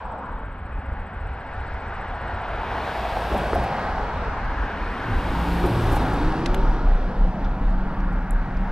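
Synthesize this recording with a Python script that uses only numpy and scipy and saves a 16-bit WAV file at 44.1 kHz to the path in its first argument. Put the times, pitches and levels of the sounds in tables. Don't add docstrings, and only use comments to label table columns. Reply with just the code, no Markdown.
import sys
import numpy as np
from scipy import signal
from scipy.io import wavfile
from scipy.ndimage import uniform_filter1d, map_coordinates

SR = 44100
rng = np.random.default_rng(int(sys.argv[2]) if len(sys.argv) > 2 else 0)


def to_wav(s):
    ch = np.atleast_2d(s).T
    pcm = np.round(np.clip(ch, -1, 1) * 32767)
    wavfile.write(sys.argv[1], SR, pcm.astype(np.int16))


N = 384111


def amp(db):
    return 10 ** (np.asarray(db) / 20)


def rms_one(x):
    return x / np.sqrt(np.mean(x ** 2) + 1e-20)


def in_time(rows):
    s, *columns = np.transpose(rows)
    return [np.interp(np.arange(N) / SR, s, c) for c in columns]


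def every_sample(coarse):
    return np.interp(np.arange(N) / 256, np.arange(len(coarse)), coarse)


def sounding(rows, fade_s=0.013):
    t = np.arange(N) / SR
    inside = np.minimum(t - rows[0][0], rows[-1][0] - t)
    return np.clip(inside / fade_s + 1, 0, 1)


def at_hz(points, hz, outside=None):
    point_hz, value = np.transpose(points)
    return np.interp(np.log(hz), np.log(point_hz + 1e-9), value, outside, outside)


def drift(rate_hz):
    r = np.exp(-80 * np.pi * rate_hz / SR)
    noise = rng.standard_normal(N // 40 + 2002)
    slow = signal.lfilter([1], [1, -2 * r, r * r], noise)[2000:]
    return np.interp(np.arange(N) / 40, np.arange(len(slow)), rms_one(slow))


def band(x, low_hz, high_hz, order=2):
    edges = [low_hz, min(high_hz, .45 * SR)]
    return signal.sosfilt(signal.butter(order, edges, "band", fs=SR, output="sos"), x)


def tone(hz, db):
    cycles = np.cumsum(hz) / SR + rng.random()
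    return np.sqrt(2) * amp(db) * np.sin(2 * np.pi * cycles)


def swells(times, levels_db, lengths):
    t = np.arange(0, N, 64) / SR
    power = sum(amp(2 * db) * np.exp(-((t - s) / length) ** 2) for s, db, length in zip(times, levels_db, lengths))
    return np.interp(np.arange(N) / SR, t, power)


ROLL_START_S, ROLL_FULL_S = 5.3, 6.5


def rolling(t):
    return np.clip((t - ROLL_START_S) / (ROLL_FULL_S - ROLL_START_S), 0, 1)


# frequency in Hz, relative level in dB per Hz.
BOOM, HISS, SPRAY = [(70, -18), (95, -3.5), (125, -3), (170, -3), (250, -2), (350, -3), (500, -4.5),
                     (700, -13.5), (1000, -31)], [(1500, -25), (2300, -4.5), (3300, -3), (4500, -4.5), (6200, -8.5),
                                   (7000, -17), (8500, -11.5)], [(6000, -25), (7200, -5), (8200, -2.5), (10000, -3),
                                                 (11800, -6), (13200, -3), (14500, -3.5), (16000, -20)]
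# multiple of the centre, relative level in dB per Hz.
ROAR, SONG = [(.4, -18.5), (.6, -10.5), (.8, -5), (.9, -1), (1, -0.5), (1.1, -1), (1.25, -6), (1.5, -8.5),
              (2.1, -31)], [(.6, -28), (.8, -6), (1, 2.5), (1.2, -3), (1.5, -11), (2.1, -24)]
# time in seconds, roar centre in Hz, song centre in Hz,
# boom slope and hiss slope in dB per octave.
COLOUR = [(0.0, 860, 1420, 1.5, -17), (0.19, 800, 1400, 1.5, -18), (0.27, 990, 1450, -1.5, -19),
          (0.5, 900, 1450, -.8, -21), (1.15, 830, 1450, -1.2, -18.5), (1.67, 810, 1470, -1.5, -12.5),
          (2.3, 810, 1410, -1.6, -16.5), (2.8, 800, 1500, -1.2, -13.5), (3.5, 727, 1500, -1.3, -9),
          (3.95, 813, 1440, -0.94, -10), (4.6, 880, 1490, -.2, -13), (5.12, 940, 1530, -0.5, -13),
          (5.7, 840, 1470, -2.1, -10), (6.62, 880, 1394, -.8, -7.5), (7.05, 720, 1400, -1.4, -7.5),
          (7.4, 765, 1400, -2.9, -8.5), (8.01, 870, 1380, -3, -10.5), (8.71, 830, 1470, -2.2, -8)]
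BOOM_PIVOT_HZ, HISS_PIVOT_HZ = 220, 3300
# time in seconds, centre in Hz, depth in dB.
GROUND_NOTCH = [(0, 363, 10), (1.2, 346, 8.5), (2, 298, 4), (2.8, 277, 2), (3.5, 298, 5.5), (4.2, 321, 8),
                (5, 406, 2.5), (6, 450, -1), (7, 370, 6.5), (7.8, 395, 5), (8.71, 410, 7.5)]
NOTCH_OCTAVES = 0.33
# frequency in Hz, left-right likeness (0-1).
LIKENESS = [(60, 1), (250, .9998), (450, .999), (800, 0.99), (1500, 0.97), (3000, 0.97), (5000, 0.72),
            (9000, 0.75), (14000, 0.77)]
# frequency in Hz, left minus right in dB.
TILT = [(250, 0), (700, .5), (1500, .7), (3000, 1), (5500, 1.5), (10000, -1.2), (14000, -.5)]


def traffic(patchy_db=1.0, shared_db=-0.66):
    edges = 80 * 2 ** (np.arange(39) / 5)
    hz = np.sqrt(edges[1:] * edges[:-1])[:, None]
    roar_hz, song_hz, boom_slope, hiss_slope = np.array(in_time(COLOUR))[:, ::256]
    notch_hz, notch_db = np.array(in_time(GROUND_NOTCH))[:, ::256]
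    notch = -notch_db * np.exp(-(np.log2(hz / notch_hz) / NOTCH_OCTAVES) ** 2)
    layers, _, scattered_db = passes()
    scattered = amp(every_sample(scattered_db))
    boom = at_hz(BOOM, hz, -99) + boom_slope * np.log2(hz / BOOM_PIVOT_HZ) + notch
    roar = at_hz(ROAR, hz / roar_hz, -99)
    song = at_hz(SONG, hz / song_hz, -99)
    hiss = at_hz(HISS, hz, -99) + hiss_slope * np.log2(hz / HISS_PIVOT_HZ)
    spray = at_hz(SPRAY, hz, -99)
    power = 0
    for shape, layer in zip((boom, roar, song, hiss, spray), layers):
        share = amp(2 * shape) * hz
        power = power + share / share.sum(axis=0) * layer
    white = rng.standard_normal((2, 2, N))
    together, out = drift(1.0), 0
    for k, (low, high) in enumerate(zip(edges, edges[1:])):
        pair = band(white[k % 2], low, high, order=3)
        mid, side = pair / pair.std()
        alike = np.clip(at_hz(LIKENESS, hz[k]), 0, 1)
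        width = np.sqrt((1 - alike) / (1 + alike)) * scattered
        flicker = amp(patchy_db * drift(4.8) + shared_db * together)
        gain = every_sample(np.sqrt(power[k])) * flicker
        balance = amp(at_hz(TILT, hz[k]) / 2 * np.array([[1], [-1]]))
        out = out + gain * balance * (mid + width * side * [[1], [-1]])
    return out


# time abreast in seconds, seconds to cover its passing distance coming, the same leaving,
# heading (+1 right, -1 left), then level in dB, before the dip abreast, of boom, roar, song, hiss and spray.
CARS = [(.04, .3, .2, 1, -43.5, -35, -40.5, -60, -90), (3.32, .89, .7, 1, -33, -27, -28, -40.3, -48.5),
        (5.71, .9, .92, 1, -27.5, -31, -29, -41.5, -46), (9.0, .5, 1.2, -1, -51, -40, -32.5, -61, -89)]
# dB lost per tenfold distance, further dB lost per passing distance,
# seconds late, dip in dB when abreast, far road in dB, rolling bike in dB at full speed.
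LAYERS = [(11.3, 8, .3, 3, -43, -38), (10, 6.4, .09, .6, -46, -39.5), (10, 8, -.27, 9.1, -48.5, -71),
          (47, .1, -.11, .1, -58, -80), (115, 8, .01, 7.5, -93, -73)]
SURGE_S = .085
PORT_LAG_US, SCATTER_DB, SPLIT_DB = 50, -1.8, 11


def passes():
    t = np.arange(0, N, 256) / SR
    loss_db, air_db, late, dip_db, far_db, roll_db = np.transpose(LAYERS)[:, :, None]
    heard, side = [], []
    for s, coming, leaving, heading, *db in CARS:
        along = (t - s - late) / np.where(t < s + late, coming, leaving)
        far = 1 + along ** 2
        lost_db = loss_db * np.log10(far) + 2 * air_db * (np.sqrt(far) - 1) + 2 * dip_db / far
        heard.append(amp(2 * np.c_[db] - lost_db))
        side.append(np.sign(heading) * along[3] / np.sqrt(far[3]))
    share, side = np.array(heard)[:, 3] / sum(heard)[3], np.array(side)
    bearing = (share * side).sum(axis=0)
    split = np.sqrt(np.maximum((share * side ** 2).sum(axis=0) - bearing ** 2, 0))
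    power = sum(heard) + amp(2 * far_db) + amp(2 * roll_db) * rolling(t) ** 2
    for s, *_, boom_db, roar_db in THUDS:
        surge = (t >= s) * np.exp(-np.abs(t - s) / SURGE_S)
        power[:2] += amp(2 * np.c_[[boom_db, roar_db]]) * surge
    return power, PORT_LAG_US * bearing * SR / 1e6, SCATTER_DB + SPLIT_DB * split


def arriving(pair):
    half = every_sample(passes()[1]) / 2
    return np.array([map_coordinates(ear, [np.arange(N) + sign * half], order=3, mode="nearest")
                     for ear, sign in zip(pair, (-1, 1))])


# time in seconds, firing rate in Hz, mean level in dB of each order heard.
ENGINES = [
    [(2.92, 56.5, -45), (2.97, 56.7, -32), (3.1, 55.3, -36), (3.58, 53.8, -35), (3.7, 54.7, -45)],
    [(5.25, 55.2, -31, -40, -39, -41, -46), (5.412, 56.5, -29, -55, -33, -46, -44),
     (5.492, 58.1, -27, -44, -30, -33, -54), (5.548, 58.2, -26, -57, -28, -42, -39),
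     (5.702, 58.97, -30, -25, -32.5, -41, -33), (5.9, 56, -30.5, -27.5, -35, -42, -39),
     (5.97, 54.8, -31, -38, -33, -42, -41), (6.05, 53.8, -31, -35, -35.5, -42, -42),
     (6.19, 53.7, -33, -36, -37, -39, -52), (6.31, 52.6, -33, -45, -33, -43, -48),
     (6.55, 50.5, -37, -49, -41, -50, -55), (7.0, 50, -40, -52, -45, -55, -60),
     (7.8, 50.6, -42, -55, -43, -58, -62), (8.71, 52.6, -43, -55, -43, -60, -62)],
]


def engines():
    out = 0
    for rows in ENGINES:
        hz, *levels = in_time(rows)
        for order, db in zip((1, 2, 3, 5, 6), levels):
            out = out + sounding(rows) * tone(order * hz, db + 1.2 * drift(12.0))
    return out


# time in seconds, ring level in dB before onset and band-pass, ring in Hz,
# seconds to fall 60 dB, slap level in dB before the band-pass, boom surge in dB, roar surge in dB.
THUDS = [(.13, -26, 650, .05, -36, -42, -38), (3.170, -9.5, 830, 0.024, -20, -40, -36),
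         (3.315, -17, 320, .025, -24, -25, -40), (3.321, -13, 800, .016, -14, -40, -27),
         (3.346, -14, 640, .014, -24, -40, -40), (3.532, -4, 412, 0.017, -10.5, -30, -31),
         (3.358, -15, 700, .015, -20, -45, -45), (3.5565, -8, 700, 0.03, -25, -34, -40),
         (5.641, -9, 360, 0.039, -14, -27, -31), (5.966, -13, 841, 0.034, -18, -33, -35)]


def thuds():
    out, t = np.zeros(N), np.arange(6000) / SR
    slap = np.sin(2 * np.pi * 1250 * t) * amp(-60 * t / 0.006)
    for s, db, hz, t60, slap_db, *_ in THUDS:
        onset = 1 - np.exp(-t / .001)
        ring = np.sin(2 * np.pi * hz * t) * amp(-60 * t / t60) * onset
        out[round(s * SR):][:len(t)] -= amp(db) * ring - amp(slap_db) * slap
    return band(out, 146, 2800)


# start in seconds, relative level in dB, length in seconds to 1/e.
GRIT = [(3.371, -44, 0.02), (3.541, -42, 0.02), (3.6294, -45, 0.02), (5.6545, -42, 0.02),
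        (5.915, -39, 0.024), (5.948, -37, 0.029), (6.1315, -44, 0.015)]


def grit():
    t, bursts = np.arange(N) / SR, 0
    for s, db, length in GRIT:
        bursts = bursts + amp(db - 2) * np.exp(-((t - s - length / 2) / length) ** 2 * 4)
    mid, side = band(rng.standard_normal((2, N)), 7300, 16000)
    return bursts * (mid + 0.26 * side * [[1], [-1]])


# time in seconds, mean pitch in Hz, mean level in dB,
# half length in seconds to 1/e, level in dB of the headwind buffet that comes with it.
THROBS = [(5.165, 29.2, -21, .03, -50), (5.31, 28.9, -29, .035, -50), (5.54, 32.5, -29, .04, -50),
          (5.64, 33, -28, .035, -50), (5.75, 33.4, -36, .04, -50), (5.93, 32, -21, .065, -50),
          (6.15, 31.7, -29, .03, -50), (6.265, 31.6, -21, .045, -50), (6.51, 31.5, -20, .03, -33),
          (6.67, 32.4, -18, .09, -34), (6.905, 31.6, -15.5, .065, -31), (7.04, 31.2, -22, .05, -32),
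          (7.235, 31.8, -16, .045, -30), (7.48, 31.7, -21, .05, -32), (7.68, 34.8, -18, .045, -33),
          (7.78, 34, -22, .07, -36), (8.05, 34.5, -21, .05, -36), (8.17, 34.4, -20, .05, -35),
          (8.37, 33, -17, .05, -39), (8.6, 32.8, -21, .06, -36), (8.71, 32.5, -24, .02, -33)]
THROB_WAVER = .055


def throb():
    s, hz, db, length, _ = np.transpose(THROBS)
    pitch = np.interp(np.arange(N) / SR, s, hz) * (1 + THROB_WAVER * drift(39.8))
    return np.sqrt(swells(s, db, length)) * tone(pitch, 2.2 * drift(30.0))


# time in seconds, mean Hz, mean level in dB.
BIKE_TONES = [
    [(5.06, 116, -36), (5.1, 110, -27), (5.14, 98, -26.5), (5.17, 78, -25), (5.2, 58, -34)],
    [(5.95, 245, -44), (6.02, 255, -38), (6.11, 266, -35), (6.17, 288, -34), (6.22, 299, -31),
     (6.3, 316, -30), (6.35, 315, -33), (6.45, 335, -33), (6.566, 383, -34), (6.61, 388, -37),
     (6.65, 390, -47)],
    [(6.9, 180, -38), (7.1, 170, -42), (7.2, 184, -40), (7.3, 185, -33), (7.5, 190, -42), (7.6, 187, -41),
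     (7.78, 190, -34), (7.95, 192, -36), (8.1, 180, -39), (8.25, 170, -37), (8.45, 186, -42),
     (8.71, 194, -36)],
]
TONE_WAVER = [.01, 0.005, 0.028]


def bike_tones():
    out = 0
    for rows, waver in zip(BIKE_TONES, TONE_WAVER):
        hz, db = in_time(rows)
        pitch = hz * (1 + waver * drift(39.8))
        out = out + sounding(rows) * tone(pitch, db + 60 * waver * drift(30.0))
    return out


# low edge in Hz, high edge in Hz, level in dB at full speed.
RUMBLE = [(94, 116, -45), (144, 160, -47), (172, 204, -38), (245, 262, -46)]


def bike_rumble():
    asphalt = rng.standard_normal(N)
    rumble = sum(amp(db) * rms_one(band(asphalt, low_hz, high_hz)) for low_hz, high_hz, db in RUMBLE)
    return rolling(np.arange(N) / SR) * rumble


# start in seconds, peak in dB before panning, centre in Hz, width in octaves,
# seconds to fall 60 dB, left minus right in dB.
CLICKS = [(6.4572, -21, 2350, 0.5, .011, 1), (6.4590, -22.5, 4100, .8, .017, 2),
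          (6.4590, -35, 7200, .9, .024, 2), (6.4600, -51, 13000, .6, .022, 0),
          (6.5480, -53, 14000, .45, .018, 0), (6.5440, -33.5, 8800, 1.15, .016, -1),
          (6.544, -21, 2000, 1.6, 0.013, 1), (7.4430, -39, 2950, 0.8, 0.07, 2),
          (7.4440, -49, 4700, .7, .04, 2), (7.6350, -62, 9000, 1.2, .015, 0),
          (7.7040, -56, 6500, .6, .015, 2), (8.0000, -51, 4750, 0.61, .03, 0),
          (8.1250, -59, 8000, 0.57, 0.016, 0), (8.3077, -30, 8700, .65, 0.0035, 0),
          (8.3077, -43, 13500, .55, .004, 0), (8.3110, -55, 9300, .65, .05, 0),
          (8.3290, -57, 9500, .7, .02, 0), (8.568, -48, 4800, .6, 0.023, 0)]


def clicks():
    out, t = np.zeros((2, N)), np.arange(5000) / SR
    noise = rng.standard_normal((len(CLICKS), 2, len(t))) * (1 - np.exp(-t / 0.00065))
    for (s, db, hz, octaves, t60, pan_db), white in zip(CLICKS, noise):
        dying = white * amp(-60 * (t / t60) ** 1.6)
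        reach = 2 ** (octaves / 2)
        mid, side = band(dying, hz / reach, hz * reach, order=3)
        width = hz / 12000
        burst = (mid + width * side * [[1], [-1]]) / np.abs(mid).max()
        at = round(s * SR)
        out[:, at:at + len(t)] += amp(db + pan_db / 2 * np.array([[1], [-1]])) * burst
    return out


# time in seconds, slow lump in dB, faster flutter in dB, half length in seconds.
GUSTS = [(.06, -40, -38, .04), (.35, -33, -35, .04), (.48, -34, -39, .05), (.64, -55, -33, .03),
         (.765, -29, -27, .035), (.91, -36, -28, .035), (1.0, -30, -33, .03), (1.21, -34, -30, .05),
         (1.3, -40, -28.5, .04), (1.6, -32, -30, .04), (1.74, -36, -30, .03), (1.88, -44, -33, .03),
         (1.98, -36, -38, .03), (2.13, -32, -35, .03), (2.25, -39, -34, .05), (2.35, -39, -29, .03),
         (2.52, -37, -32, .04), (2.61, -32, -39, .03), (2.71, -38, -33, .03), (2.81, -43, -31, .025),
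         (3.14, -36, -38, .06), (3.35, -45, -28, .05), (3.58, -33, -26, .05), (3.9, -32, -34, .05),
         (4.02, -29, -37, .05), (4.19, -38, -29, .04), (4.3, -33, -33, .05), (4.475, -26, -33, .045),
         (4.61, -26, -31, .045), (4.85, -30, -36, .07), (5.16, -42, -31, .04)]
# time in seconds, lump level in dB, flutter level in dB.
BREEZE = [(0, -54, -42), (2, -52, -40), (5, -45, -38), (5.4, -60, -33), (5.86, -62, -28), (6.35, -64, -32),
          (6.5, -66, -50), (8.71, -66, -50)]
# time in seconds, level in dB, about which it drifts.
SWAY = [(0, -48), (3.6, -49), (4.1, -42), (5, -46), (5.2, -38), (6.1, -50), (6.31, -32), (7.0, -31),
        (7.3, -37), (7.9, -27), (8.2, -40), (8.71, -38)]
# low edge in Hz, high edge in Hz, evenness (0-1).
WIND_BANDS = [(10, 18, .5), (26, 46, .7), (39, 86, 0.87), (42, 64, .5)]
HEADWIND_DB = -42


def wind():
    s, lump_db, flutter_db, length = np.transpose(GUSTS)
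    calm_lump, calm_flutter = amp(2 * np.array(in_time(BREEZE)))
    throb_s, _, _, throb_length, buffet_db = np.transpose(THROBS)
    sway = amp(2 * in_time(SWAY)[0] + 6 * drift(3.0))
    lump = calm_lump + swells(s, lump_db, length)
    flutter = calm_flutter + swells(s, flutter_db, length)
    headwind = amp(2 * HEADWIND_DB) * rolling(np.arange(N) / SR) ** 2
    headwind = headwind + swells(throb_s, buffet_db, throb_length)
    out = 0
    for power, (low_hz, high_hz, even) in zip((sway, lump, flutter, headwind), WIND_BANDS):
        noise = rms_one(band(rng.standard_normal(N), low_hz, high_hz, order=3))
        size = np.sqrt(uniform_filter1d(noise ** 2, size=2600) + .02)
        out = out + np.sqrt(power) * rms_one(noise / size ** even)
    return out


# time in seconds, level in dB before panning.
TRILL = [(0, -72.5), (2.3, -66), (2.7, -78), (4, -76), (4.8, -75), (6.5, -86), (8.71, -92)]
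TRILL_PER_S, TRILL_START_S = 14.8, .0547
TRILL_HZ, TRILL_RISE_HZ, TRILL_WOBBLE_HZ = 7750, 230, 40
TRILL_SHARP, TRILL_STEADY = 4.5, .24


def insect():
    t = np.arange(N) / SR - TRILL_START_S + .002 * drift(4.0)
    beat = np.cos(np.pi * TRILL_PER_S * t) ** 2
    note = tone(TRILL_HZ + TRILL_RISE_HZ * beat ** 4 + TRILL_WOBBLE_HZ * drift(60.0), 0)
    rasp = rms_one(band(rng.standard_normal(N), 7600, 8120, order=4))
    pips = beat ** TRILL_SHARP * (note + .25 * rasp) + TRILL_STEADY * rasp
    return amp(in_time(TRILL)[0]) * pips * amp([[2.5], [-2.5]])


def scene():
    road = traffic() + engines() + thuds() + grit() + insect()
    bike = throb() + bike_tones() + bike_rumble() + clicks()
    return arriving(road) + bike + wind()


CUTOFF_HZ = 15700


def record(dry):
    hiss = amp(-86) * band(rng.standard_normal(dry.shape), 5500, 14500)
    return signal.sosfilt(signal.cheby2(12, 70, CUTOFF_HZ, fs=SR, output="sos"), dry + hiss)


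dry = scene()
out = record(dry)
to_wav(out)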